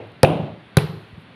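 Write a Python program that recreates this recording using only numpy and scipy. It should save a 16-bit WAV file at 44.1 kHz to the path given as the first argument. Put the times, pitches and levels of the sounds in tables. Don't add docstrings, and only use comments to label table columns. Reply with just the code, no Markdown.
import sys
import numpy as np
from scipy import signal
from scipy.io import wavfile

SR = 44100
rng = np.random.default_rng(int(sys.argv[2]) if len(sys.argv) > 2 else 0)


def natural_amplitude(level_db):
    exponent = np.asarray(level_db, float) / 20
    return 10 ** exponent


def output_pcm(signal):
    pcm = np.clip(np.atleast_2d(signal).T, -1, 1) * 32767
    wavfile.write(sys.argv[1], SR, np.round(pcm).astype(np.int16))


N = 59535
LEAD = SR // 2
TOTAL = N + LEAD

# [pitch_hz, density_db]
HISS_SPECTRUM = [(30, -20), (55, -4), (110, 3.5), (200, 3), (450, -6.5), (1000, -9), (2000, -10.5),
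                 (3500, -14.5), (4500, -22), (5600, -74), (7500, -56.5), (9500, -35.5), (11500, -58),
                 (16000, -47)]
HISS_DB, HISS_WAVER_DB, HISS_KNOT_SAMPLES = -47, 0.7, 2000

# [start_s, level_db, early_decay_share of the late decay]
ROOM_TAILS = [(-0.27, 3.5, 0.34), (0.236, 1.5, 0.55), (0.773, 3.5, 0.77)]
# [pitch_hz, density_db]
TAIL_SPECTRA = [
    [(50, -29), (108, 5.5), (170, -24.5), (430, -2.5), (800, -12), (1200, -27), (2600, -22.5), (4500, -48),
     (6500, -60), (16000, -78)],
    [(50, -31), (110, -15.5), (160, 3), (240, -2.5), (640, -2.5), (880, -9), (1150, -18), (1900, -29),
     (2650, -19.5), (3900, -30.5), (5300, -54), (7000, -70), (9700, -39.5), (10600, -48), (12300, -46),
     (14000, -49), (16000, -58)],
    [(50, -16), (105, -26), (160, -15), (250, -25), (390, -5.5), (600, -24), (780, -18), (1240, -23),
     (2600, -28.5), (4000, -29), (5300, -38), (6500, -59), (7400, -47), (8400, -43), (10200, -28.5),
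     (11800, -44), (13000, -57), (16000, -46)],
]
# [pitch_hz, t60_s]
ROOM_DECAY = [(60, 0.24), (150, 0.51), (500, 0.45), (1500, 0.43), (4000, 0.4), (10000, 0.16), (15000, 0.17)]
ROOM_RISE_S, EARLY_DECAY_S = 0.0013, 0.23
TAIL_FLICKER_DB, TAIL_FLICKER_KNOTS, TAIL_FLICKER_FROM_HZ = 2.0, 400, 1500

# [start_s, level_db]
GRIT_TICKS = [(0.0735, -57), (0.0945, -70), (0.103, -62), (0.1200, -53), (0.4150, -59), (0.438, -66),
              (1.0866, -60)]
TICK_DECAY_S, TICK_LOW_HZ = 0.0005, 4000

# [start_s, level_db, length_s]
CLAY_CRACKS = [
    [(0.2311, -2.5, 0.0011), (0.2345, -23, 0.0039)],
    [(0.7690, -6.5, 0.0023), (0.7712, -14.5, 0.0027)],
]
# [pitch_hz, first_blow_db, second_blow_db]
STONE_MODES = [(1374, -6.5, 4), (2440, 4, -10.5), (3940, 4.5, 3.5), (4750, -11, -10.5), (5520, -12.5, -9),
               (7080, -46, -17.5), (9200, -6, -19), (9800, -27, -14.5), (10020, -3.5, -13),
               (10200, -16, -4), (11840, -27, -9), (15000, -18, -16)]
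STONE_T60_S, CRACK_RISE_S = 0.0055, 0.00022
CRACKS_PER_S, CRACK_SPREAD_DB = 12000, 2.2

# [start_s, boom_db, tile_ring_db, contact_sharpness_hz]
STONE_BLOWS = [(0.2320, 1.5, 0.5, 1470), (0.7703, 4, -6.5, 995)]
# [pitch_hz, level_db, t60_s]
SLAB_MODES = [(108.7, -33, 0.93), (134.6, -13.5, 0.15), (157.4, -4, 0.089)]
# [pitch_hz, first_blow_db, second_blow_db, t60_s]
TILE_MODES = [(299, -11, -14.5, 0.043), (416, -30, -2.5, 0.04), (528, 5.5, -1.5, 0.052),
              (675.5, -2, -13.5, 0.087), (769, -4.5, -10, 0.057), (857, 1.5, -16, 0.038)]
TILE_LAG_S, DULL_CONTACT_HZ = 0.0011, 314

# [start_s, level_db, length_s]
DULL_KNOCK_BURSTS = [(0.2367, -3, 0.0007), (0.2465, -1.5, 0.0022), (0.2505, -16.5, 0.0045),
                     (0.7838, -10.5, .002)]
# [pitch_hz, level_db, t60_s]
DULL_KNOCK_MODES = [(2600, 0, 0.011), (4640, -22, 0.005), (2100, -14, .004)]
DULL_KNOCK_CUT_HZ = 4000

# [start_s, pitch_hz, level_db, t60_s]
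SINGING_SHARDS = [(0.24, 2680, -34, 0.16), (0.24, 9540, -47.5, 0.37), (0.24, 14100, -62.5, 0.37),
                  (0.775, 4080, -48.5, 0.98), (0.776, 7600, -75, 1), (0.776, 9400, -63, 1),
                  (0.776, 10300, -66, 1), (0.776, 11800, -55, 0.62), (0.776, 15300, -60, 0.39)]
SHARD_BAND_T60_S = 0.007

# [lag_s after the blow, level_db, pitch_hz]
LOW_SWELLS = [(0.021, -19.5, 158), (.047, -22, 167), (.066, -18.5, 158), (.076, -28, 105),
              (.120, -18.5, 163), (.160, -20.5, 163), (.183, -29.5, 105), (.197, -24, 150),
              (0.259, -34, 104), (0.287, -32.5, 106)]
SWELL_FADES = [10.5, 73.5]
SWELL_T60_S = 0.057

# [start_s, level_db, pitch_hz]
LOW_KNOCKS = [(1.127, -27, 79), (1.176, -26.5, 152)]
LOW_KNOCK_T60_S = 0.06

# [time_s, level_db]
RUSTLE_PATH = [(1.14, -96), (1.18, -78.5), (1.22, -73.5), (1.262, -107)]
RUSTLE_LOW_HZ, RUSTLE_HIGH_HZ = 8500, 12100

MIC_LOW_HZ, CLIP_KNEE, TREBLE_STOP_HZ = 76.6, 5.0, 16300


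def at_hz(points, hz):
    table = np.array(points)
    return np.interp(np.log(hz), np.log(table[:, 0]), table[:, 1])


def rms_one(x):
    return x / np.sqrt(np.mean(x ** 2) + 1e-20)


def timeline():
    return (np.arange(TOTAL) - LEAD) / SR


def filtered(x, order, hz, kind):
    return signal.sosfilt(signal.butter(order, hz, kind, fs=SR, output="sos"), x)


def clicks(start_s, level_db):
    out = np.full(TOTAL, 1e-18)
    where = (np.asarray(start_s) * SR).astype(int) + LEAD
    np.add.at(out, where, natural_amplitude(level_db))
    return out


def ring(x, hz, t60):
    r, w = natural_amplitude(-60 / (t60 * SR)), 2 * np.pi * hz / SR
    return signal.lfilter([0, np.sin(w)], [1, -2 * r * np.cos(w), r * r], x)


def body(x, modes, soft_hz):
    r = np.exp(-2 * np.pi * soft_hz / SR)
    push = signal.lfilter([(1 - r) ** 2], [1, -2 * r, r * r], x)
    return sum(natural_amplitude(db) * ring(push, hz, t60) for hz, db, t60 in modes)


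def crackle(bursts, modes):
    t, shape = timeline(), np.zeros(TOTAL)
    for start, db, length in bursts:
        age = np.maximum(t - start, 0)
        rise = 1 - np.exp(-age / CRACK_RISE_S)
        shape += natural_amplitude(db) * rise * np.exp(-(age / length) ** 2)
    out = 0
    for hz, db, t60 in modes:
        snaps = (rng.random(TOTAL) < CRACKS_PER_S / SR) * rng.choice([-1, 1], TOTAL)
        sizes = natural_amplitude(CRACK_SPREAD_DB * np.minimum(rng.exponential(1, TOTAL), 3) - 14)
        out = out + natural_amplitude(db) * ring(snaps * sizes * shape + 1e-18, hz, t60)
    return out


def bands(size, shape):
    edges = 28 * 2 ** (np.arange(57) / 6)
    white = rng.standard_normal((2, size))
    out = 0
    for k, (low, high) in enumerate(zip(edges, edges[1:])):
        out = out + filtered(white[k % 2], 2, [low, high], "band") * shape(np.sqrt(low * high))
    return out


def hiss():
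    place = np.arange(TOTAL) / HISS_KNOT_SAMPLES

    def level(hz):
        knots = rng.standard_normal(TOTAL // HISS_KNOT_SAMPLES + 2)
        waver_db = HISS_WAVER_DB * np.interp(place, np.arange(len(knots)), knots)
        return natural_amplitude(at_hz(HISS_SPECTRUM, hz) + waver_db)
    return natural_amplitude(HISS_DB) * rms_one(bands(TOTAL, level))


def room():
    out = np.zeros(TOTAL + SR)
    warm_up = SR // 5
    t = np.arange(-warm_up, SR * 7 // 10) / SR
    for (start_s, db, early), colour in zip(ROOM_TAILS, TAIL_SPECTRA):
        age = early * np.clip(t, 0, EARLY_DECAY_S) + np.maximum(t - EARLY_DECAY_S, 0)
        knots = np.minimum(rng.exponential(1, TAIL_FLICKER_KNOTS), 2) - 1
        flicker_db = TAIL_FLICKER_DB * np.interp(t, np.linspace(t[0], t[-1], len(knots)), knots)

        def level(hz):
            decay_db = 60 * age / at_hz(ROOM_DECAY, hz)
            return natural_amplitude(at_hz(colour, hz) + flicker_db * (hz > TAIL_FLICKER_FROM_HZ) - decay_db)
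        build_up = 1 - np.exp(-(np.maximum(t, 0) / ROOM_RISE_S) ** 2)
        tail = (bands(len(t), level) * build_up)[warm_up:]
        start = int(start_s * SR) + LEAD
        out[start:start + len(tail)] += natural_amplitude(db) * tail
    return out[:TOTAL]


def ticks():
    fall = np.exp(-1 / (TICK_DECAY_S * SR))
    envelope = signal.lfilter([1], [1, -fall], clicks(*np.transpose(GRIT_TICKS)))
    return filtered(envelope * rng.standard_normal(TOTAL), 2, TICK_LOW_HZ, "high")


def crunch():
    out = 0
    for k, cracks in enumerate(CLAY_CRACKS):
        modes = [(mode[0], mode[1 + k], STONE_T60_S) for mode in STONE_MODES]
        out = out + crackle(cracks, modes)
    return out


def slab():
    start_s, boom_db, _, _ = np.transpose(STONE_BLOWS)
    return body(clicks(start_s, boom_db), SLAB_MODES, DULL_CONTACT_HZ)


def tile():
    out = 0
    for k, (start, _, db, contact_hz) in enumerate(STONE_BLOWS):
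        modes = np.array(TILE_MODES)[:, [0, 1 + k, 3]]
        out = out + body(clicks([start + TILE_LAG_S], [db]), modes, contact_hz)
    return out


def dull_knocks():
    return filtered(crackle(DULL_KNOCK_BURSTS, DULL_KNOCK_MODES), 2, DULL_KNOCK_CUT_HZ, "low")


def shard_rings():
    t, out = timeline(), 0
    for start, hz, db, t60 in SINGING_SHARDS:
        age = np.maximum(t - start, 0)
        band = rms_one(ring(rng.standard_normal(TOTAL), hz, SHARD_BAND_T60_S))
        out = out + band * natural_amplitude(db - 60 * age / t60) * (1 - np.exp(-age / ROOM_RISE_S))
    return out


def low_pulsing():
    out = 0
    for (start, boom_db, _, _), fade_db in zip(STONE_BLOWS, SWELL_FADES):
        for lag, db, hz in LOW_SWELLS:
            hit = clicks([start + lag], [boom_db + db - fade_db * lag])
            out = out + ring(ring(hit, hz, SWELL_T60_S), hz, SWELL_T60_S)
    return out * 2 * np.e * np.log(1000) / (SWELL_T60_S * SR)


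def low_knocks():
    return sum(body(clicks([start], [db]), [(hz, 0, LOW_KNOCK_T60_S)], DULL_CONTACT_HZ)
               for start, db, hz in LOW_KNOCKS)


def rustle():
    time_s, level_db = np.transpose(RUSTLE_PATH)
    grains = rng.standard_normal(TOTAL) * rng.exponential(1, TOTAL)
    bright = filtered(grains, 2, [RUSTLE_LOW_HZ, RUSTLE_HIGH_HZ], "band")
    return natural_amplitude(np.interp(timeline(), time_s, level_db)) * rms_one(bright)


def scene():
    background = hiss() + room()
    blows = crunch() + slab() + tile() + dull_knocks()
    after_sounds = shard_rings() + low_pulsing()
    small_sounds = ticks() + low_knocks() + rustle()
    return (background + blows + after_sounds + small_sounds)[None, LEAD:]


def band_limit(x):
    return signal.sosfilt(signal.butter(12, 16340, fs=SR, output="sos"), x)


def record(dry):
    eased = dry * np.minimum(np.arange(N) / 64, 1)
    thin = filtered(eased, 4, MIC_LOW_HZ, "high")
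    overloaded = thin / (1 + np.abs(thin) ** CLIP_KNEE) ** (1 / CLIP_KNEE)
    top_cut = signal.cheby2(12, 60, TREBLE_STOP_HZ, fs=SR, output="sos")
    mix = np.clip(signal.sosfilt(top_cut, overloaded), -1, 1)
    return band_limit(mix)


dry = scene()
out = record(dry)
output_pcm(out)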